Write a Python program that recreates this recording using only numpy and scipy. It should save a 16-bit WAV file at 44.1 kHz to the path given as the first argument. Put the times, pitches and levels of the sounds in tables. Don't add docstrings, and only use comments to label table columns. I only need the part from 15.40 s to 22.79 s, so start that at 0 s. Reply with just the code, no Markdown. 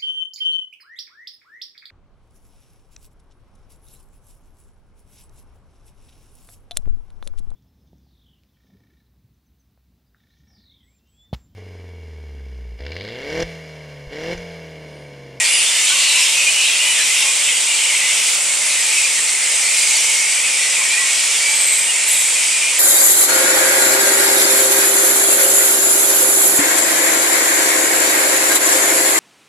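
import sys
import numpy as np
from scipy import signal
from scipy.fft import rfft, irfft
from scipy.io import wavfile
from scipy.ndimage import uniform_filter1d

SR = 44100
rng = np.random.default_rng(int(sys.argv[2]) if len(sys.argv) > 2 else 0)


def int16_out(signal):
    q = np.round(np.clip(np.atleast_2d(signal).T, -1, 1) * 32767)
    wavfile.write(sys.argv[1], SR, q.astype(np.int16))


N = 325899
TIME = np.arange(N) / SR
FREQ = np.arange(N // 2 + 1) * SR / N


def undb(db):
    return 10 ** (np.asarray(db) / 20)


def unit(x):
    return x / np.sqrt(np.mean(x ** 2))


def curve(rows):
    return np.interp(TIME, *np.transpose(rows))


def walk(rate, size=N):
    step = max(int(SR / rate), 1)
    held = np.repeat(rng.standard_normal(size // step + 2), step)
    return 1.296 * uniform_filter1d(uniform_filter1d(held, step), step)[:size]


def colour(x, points):
    hz, db = np.transpose(points)
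    gain = undb(np.interp(np.log(FREQ + 1), np.log(hz), db))
    return unit(irfft(rfft(x) * gain, N))


def stereo_noise(side_db, size=N):
    mid, side = rng.standard_normal((2, size))
    return unit(np.array([mid + undb(side_db) * side, mid - undb(side_db) * side]))


def place(x, pan_db, lead):
    ears = np.array([[.5], [-.5]])
    return irfft(rfft(x) * np.exp(1j * lead * ears), N) * undb(pan_db * ears)


def trees(x, t60, wet_db, side_db):
    echo = stereo_noise(side_db, size=SR) * np.exp(-np.log(1000) * TIME[:SR] / t60)
    echo *= undb(wet_db) / np.sqrt(np.sum(echo ** 2) / 2)
    echo[:, 0] += 1
    return signal.fftconvolve(x[None], echo, axes=1)[:, :N] / np.sqrt(1 + undb(2 * wet_db))


# frequency in Hz, boost or cut in dB.
AIR_COLOUR = [(25, -32), (50, -31), (110, -15.5), (200, -10), (350, -7), (480, -0.5), (580, 1.5), (720, -2),
              (950, -0.5), (1400, 1.5), (2500, 1), (6000, -31)]

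def air():
    murmur = colour(stereo_noise(-12.5), AIR_COLOUR) * undb(0.37 * walk(2.89))
    return undb(-33.5) * place(murmur, pan_db=-2.0, lead=.2)


# pitch in Hz, spread to either side in Hz,
# relative level in dB, left minus right in dB, lead of the left ear in radians.
INSECT_RINGS = [(6178, 40, -13, -3, -.2), (6440, 60, -14, -3, -.4), (6860, 30, -14, -3, -.3),
                (7137, 50, -4.5, -3, -.45), (7270, 75, -5, -2, -.4), (7690, 170, -3, 0, -.35),
                (8022, 24, -2, 0, -.8), (8105, 60, -4, -1, -.75), (8260, 60, -9, -2, -.4),
                (8440, 90, -6.5, -2, -.7), (8760, 50, -4.5, -1, -1.2), (8890, 45, -8, -2, -.9),
                (9000, 35, -9, -2, -1.), (9348, 45, -9, -4, -1.6), (9695, 20, -14, -2, -.3)]
# frequency in Hz, boost or cut in dB.
CHORUS_COLOUR = [(1000, -80), (5500, -59), (6900, 1.5), (7800, -7), (8700, 4.5), (9300, 3), (9900, -4.5),
                 (11000, -9.5), (13000, -47)]
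# time in seconds, relative level in dB.
INSECT_LEVEL = [(0, -19.5), (1.4, -21), (1.9, -19.5), (2.3, -19.5), (3.8, -19), (4.5, -18), (5.1, -19.5),
                (6.2, -19.5), (6.9, -17.5), (7.39, -19.5)]

def insects():
    fast, slow = (np.sin(2 * np.pi * np.cumsum(hz * (1 + 0.013 * walk(6.4))) / SR) for hz in (54, 22.7))
    strokes = (1 + 0.11 * fast) * (1 + 0.086 * slow)
    song = 0
    for hz, spread_hz, db, pan_db, lead in INSECT_RINGS:
        resonance = (1 + 1j * (FREQ - hz) / spread_hz) ** -2
        ring = unit(irfft(rfft(stereo_noise(-16.0)) * resonance, N))
        song = song + undb(db) * place(ring, pan_db, lead)
    chorus = place(colour(stereo_noise(-5.0), CHORUS_COLOUR), pan_db=-1.5, lead=-2.23)
    return undb(curve(INSECT_LEVEL)) * (undb(-2.0) * unit(song) * strokes + undb(-4.0) * chorus)


def screeches(rows, rasp_rate, flutter_db, overtone_db, waver):
    waver_hz = 23.9
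    out = np.zeros(N + SR)
    for start, length, start_hz, end_hz, db, hoarse in rows:
        n = int(np.clip(length, .01, .9) * SR)
        progress = np.linspace(0, 1, n)
        arch = 4 * progress * (1 - progress)
        slide_hz = start_hz + (end_hz - start_hz) * progress
        wobble = waver * np.sin(2 * np.pi * (waver_hz * TIME[:n] + rng.random()))
        hz = slide_hz * (1 + .012 * (arch - arch.mean()) + wobble + hoarse * walk(rasp_rate, size=n))
        phase = 2 * np.pi * np.cumsum(hz) / SR
        voice = np.sin(phase)
        if start_hz < SR / 8:
            voice += undb(overtone_db) * np.sin(2 * phase)
        swell = np.sqrt(arch) * undb(flutter_db * walk(130, size=n))
        i = max(int(start * SR), 0)
        out[i:i + n] += undb(db) * unit(voice * swell)
    return out[:N]


def crowd(centre_hz, hoarse, count=800):
    pitch, stretch, glide, strength, rough = rng.standard_normal(size=(count, 5)).T
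    hz = centre_hz * np.exp(.75 * np.tanh(.55 * pitch) - .25 * (pitch < -1))
    starts = rng.uniform(0, N / SR, count)
    lengths = .07 * np.exp(.4 * stretch)
    end_hz = hz * np.exp(.06 * glide)
    rows = zip(starts, lengths, hz, end_hz, 2.5 * np.tanh(strength), hoarse * np.exp(0.406 * rough))
    voices = screeches(rows, rasp_rate=900, flutter_db=3.0, overtone_db=-11.5, waver=.015)
    return trees(voices, t60=0.86, wet_db=1.5, side_db=-9.5)


# frequency in Hz, boost or cut in dB.
QUARREL_COLOUR = [(300, -83), (1900, -26), (2450, -3.5), (2800, -3.5), (3300, -4.5), (3900, -9),
                  (4800, -12.5), (6500, -29), (12000, -50)]
# middle in seconds, length in seconds, relative level in dB.
OUTBURSTS = [(.2, .6, -26.5), (.5, .21, -25.5), (.76, 0.22, -22.5), (1.22, 0.62, -22.5), (1.83, .21, -27),
             (2.1, 0.13, -22), (2.36, 0.36, -25), (2.68, .16, -27)]

def quarrel():
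    power = sum(undb(2 * db) * np.exp(-np.pi * ((TIME - middle) / length) ** 2)
                for middle, length, db in OUTBURSTS)
    return colour(crowd(3100, hoarse=.032), QUARREL_COLOUR) * np.sqrt(power) * undb(2.0)


# frequency in Hz, boost or cut in dB.
CHATTER_COLOUR = [(100, -80), (600, -25), (880, -9), (1200, -29.5), (1550, -18), (1800, -8), (2100, 1.5),
                  (2450, 3), (2900, -5), (3700, -5.5), (5000, -61), (9000, -52)]
HISS_COLOUR = [(100, -75), (1500, -24), (2800, 3), (3500, -2.5), (4400, -1), (5500, 2), (7500, 2.5),
               (9500, -1), (11000, -9), (12300, -13), (13500, -26.5), (14500, -38)]
# time in seconds, relative level in dB.
CHATTER_LEVEL = [(0, -20), (.1, -24.5), (.5, -26), (.8, -25.5), (1.1, -27), (1.65, -25.5), (1.9, -26),
                 (2.27, -26), (2.55, -23.5), (2.8, -23), (3.04, -27.5), (3.35, -24), (3.64, -23.5),
                 (3.85, -26), (4.1, -25), (4.6, -25.5), (4.95, -25.5), (5.6, -25), (6.08, -26),
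                 (6.5, -24.5), (6.9, -26), (7.39, -25)]
HISS_LEVEL = [(0, -24), (.15, -26), (.35, -24), (.61, -23.5), (.84, -21.5), (.95, -23.5), (1.1, -25),
              (1.4, -25), (1.74, -23), (2.0, -25), (2.55, -25.5), (2.76, -24), (2.94, -22.5), (3.0, -26.5),
              (3.35, -25), (3.62, -24), (3.83, -27.5), (4.22, -24.5), (4.42, -22.5), (4.77, -23.5),
              (4.82, -25.5), (5.4, -25.5), (5.6, -25.5), (5.95, -23.5), (6.4, -28), (6.8, -26), (7.12, -25),
              (7.39, -26)]

def colony():
    voices = colour(crowd(2300, hoarse=.024), CHATTER_COLOUR)
    wash = colour(stereo_noise(-10.5), CHATTER_COLOUR)
    chatter = (voices + wash) * undb(curve(CHATTER_LEVEL) - 1.5)
    roost = place(chatter + quarrel(), pan_db=1.0, lead=0.12)
    hiss_noise = undb(-1.36) * colour(stereo_noise(-8.5), HISS_COLOUR) * undb(.5 * walk(30))
    hiss_voices = undb(-7.0) * colour(crowd(4200, hoarse=.03), HISS_COLOUR)
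    return roost + (hiss_noise + hiss_voices) * undb(curve(HISS_LEVEL) + 5.5)


# start in seconds, length in seconds, pitch in Hz,
# scatter as a share of the pitch, typical level in dB.
SQUEAL_RUNS = [(.93, .35, 2530, .04, -26.5), (1.082, .22, 2860, .05, -26), (1.3, .2, 2700, .08, -32),
               (1.702, .2, 2640, .06, -29), (2.05, .08, 2900, .1, -29), (2.252, .24, 2840, .07, -30),
               (2.532, 0.25, 2630, .13, -31), (2.719, .17, 2227, .1, -30), (3.52, .17, 2523, 0.079, -26.5),
               (3.85, .5, 2150, 0.027, -32), (4.36, .52, 2145, 0.0346, -27), (5.12, .3, 2395, .035, -28),
               (5.42, .33, 1910, 0.032, -33), (5.601, .36, 2453, 0.069, -30),
               (6.27, .11, 2313, 0.088, -26.5)]

def squeal_runs():
    per_second, typical_s, hoarse = 30, 0.0333, .016
    rows = []
    for start, length, centre_hz, scatter, db in SQUEAL_RUNS:
        for onset in np.arange(start, start + length, 1 / per_second):
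            late, pitch, stretch, glide, strength = rng.uniform(-1.2, 1, size=5)
            hz = centre_hz * (1 + scatter * pitch)
            rows.append((onset + .012 * late, typical_s * np.exp(0.45 * stretch),
                         hz * (1 - .03 * glide), hz * (1 + .03 * glide), db + 3 * strength, hoarse))
    squeals = screeches(rows, rasp_rate=900, flutter_db=3.0, overtone_db=-17, waver=.012)
    return trees(squeals, t60=.5, wet_db=-7, side_db=-7)


# start in seconds, length in seconds, starting pitch in Hz,
# slide as a share of the pitch, level in dB, hoarseness as a share of the pitch.
CRIES = [ (0, 0.048, 1917, -0.008, -22.5, 0.0063), (0.034, 0.059, 4450, 0.083, -25, .055),
         (.11, 0.12, 4950, -0.046, -27, .03), (.26, .04, 3510, .007, -25, .006),
         (.335, .09, 3600, .01, -29, .01), (0.459, 0.072, 3400, -0.066, -21.5, 0.071),
         (.489, 0.096, 1104, 0.0044, -33.5, 0.023), (.49, 0.047, 1450, 0.04, -31.5, 0.013),
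         (.56, .25, 4350, -.12, -24.5, .08), (.685, .05, 940, -.02, -40, .025),
         (.745, 0.036, 2930, -0.028, -22.5, 0.022), (.755, 0.056, 950, .17, -34.5, .028),
         (0.759, .12, 5350, .02, -26, 0.06), (0.866, 0.15, 895, 0.026, -38, .026),
         (0.956, .07, 2530, -0.022, -24, .016), (1.064, 0.042, 2435, 0.018, -16, .013),
         (1.075, .035, 2890, 0.045, -24, .012), (1.14, 0.099, 2920, 0.00066, -26, 0.015),
         (1.195, 0.028, 2430, .06, -24, .015), (1.226, 0.041, 2720, 0.022, -22, 0.028),
         (1.263, .04, 3320, -0.037, -26.5, .014), (1.325, 0.039, 2590, 0.073, -22, 0.015),
         (1.385, 0.038, 2780, .04, -21, .014), (1.437, .094, 932, 0.015, -38, 0.034),
         (1.44, 0.1, 2920, 0.015, -23.5, 0.013), (1.571, .06, 1796, -0.038, -27.5, .04),
         (1.605, .035, 4010, 0, -26, .006), (1.72, .11, 2900, -0.02, -28, .012),
         (1.803, 0.09, 1040, 0.045, -37.5, .022), (1.848, .1, 2460, -0.015, -26, .016),
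         (2.074, 0.05, 2950, .15, -23.5, .025), (2.079, .06, 2200, -0.071, -25.5, .06),
         (2.27, .075, 2880, -.04, -26.5, .028), (2.602, 0.15, 1966, 0.075, -28, .009),
         (3.283, .059, 4150, -.031, -29, .08), (3.77, .035, 1906, -0.071, -27.5, .04),
         (4.501, 0.082, 864, 0.053, -37.5, .045), (4.545, .042, 4580, -.03, -25.5, .016),
         (5.017, 0.11, 2560, -0.033, -26, .014), (5.034, .06, 2190, 0.15, -27, .008),
         (5.378, 0.052, 1093, -0.04, -33, .02), (5.495, .065, 2260, .1, -20.5, .014),
         (5.505, .033, 3970, .004, -28.5, .008), (5.544, 0.055, 2480, -0.014, -24.5, .014),
         (5.555, .09, 1950, -0.00064, -28, 0.015), (5.589, .055, 1047, 0.033, -33.5, .02),
         (5.915, .085, 3750, -.17, -28.5, .04), (6.004, 0.18, 2275, 0.029, -24, .006),
         (6.04, 0.21, 895, -0.032, -41.5, 0.044), (6.474, .043, 2840, 0, -24.5, .009),
         (6.66, .22, 3680, .02, -35.5, 0.042), (7.209, .084, 2317, .05, -23, .022)]
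WHISTLES = [(0.079, .15, 10150, -.085, -22, 0.0117), (.425, .035, 10000, .07, -28, .01),
            (1.455, .105, 10150, -.095, -27.5, .017), (1.645, .3, 10750, 0, -32.5, .017),
            (3.234, .075, 10800, -.125, -27, .011), (6.351, .069, 10300, .06, -30, .014)]

def single_cries():
    cries, whistles = (np.array([(start, length, hz, hz * (1 + slide), db, hoarse)
                                 for start, length, hz, slide, db, hoarse in table])
                       for table in (CRIES, WHISTLES))
    deep = cries[:, 2] < 1600
    near = screeches(cries[~deep], rasp_rate=1100, flutter_db=1.5, overtone_db=-18.0, waver=0.0068)
    thin = screeches(whistles, rasp_rate=800, flutter_db=2.8, overtone_db=-18.0, waver=.005)
    far = screeches(cries[deep], rasp_rate=260, flutter_db=3, overtone_db=-7, waver=.012)
    return (trees(near, t60=.55, wet_db=-7, side_db=-4)
            + trees(thin, t60=.45, wet_db=-2.5, side_db=-5)
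            + trees(far, t60=.7, wet_db=-4, side_db=-9))


# frequency in Hz, boost or cut in dB.
THROAT = [(3000, -12), (4300, -11.5), (6000, -17), (7400, 0.5), (8300, 3), (9200, 2), (10800, -5),
          (12000, -12), (13000, -36), (15000, -40)]
# loudest moment, rise and fall in seconds, top pitch in Hz, dip between notes
# as a share of the pitch, then relative level, lift of the high overtones and accent, all in dB.
TWITTERS = [(6.275, .2, .16, 4250, .115, -17, -2, 1), (6.717, 0.0585, 0.137, 4000, .23, -17.5, 1.5, 5.5)]

def twitter():
    notes_per_second, accent_s = 17.5, 0.0076
    rasp_hz, rasp_db, fade_db = 210, 5.5, 5.5
    rasp_phase = 2 * np.pi * np.cumsum(rasp_hz * (1 + 0.18 * walk(120))) / SR
    rasp = unit(undb(rasp_db * np.sin(rasp_phase)))
    out = 0
    for peak, rise, fall, top_hz, dip, db, bright_db, accent_db in TWITTERS:
        t = TIME - peak
        away = np.minimum(np.maximum(-t / rise, t / fall), 1)
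        accent = np.exp(-(t / accent_s) ** 2)
        notes = notes_per_second * t + .12 * away * walk(20)
        depth = dip * (1 - .45 * away)
        sag = 1 - 0.051 * away ** 2
        notch = (1 - np.abs(np.sin(np.pi * notes))) ** 1.3
        hz = top_hz * (1 - depth * notch) * sag
        shake = .02 * (1 - .5 * accent) * walk(1400)
        phase = 2 * np.pi * np.cumsum(hz * (1 + shake)) / SR
        voice = 0
        for k in range(1, 5):
            throat_db = np.interp(k * hz, *np.transpose(THROAT))
            voice = voice + undb(throat_db + bright_db * (k > 2)) * np.sin(k * phase)
        level_db = db + 1.0 + accent_db * accent - fade_db * away + 2 * walk(300)
        out = out + voice * rasp * undb(level_db) * np.sqrt(1 - away ** 10)
    return trees(out, t60=.7, wet_db=-2.5, side_db=-6)


def scene():
    return colony() + squeal_runs() + single_cries() + twitter() + insects() + air()


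def record(dry):
    return signal.sosfilt(signal.ellip(8, .2, 70, 14400, fs=SR, output="sos"), dry)


dry = scene()
out = record(dry)
int16_out(out)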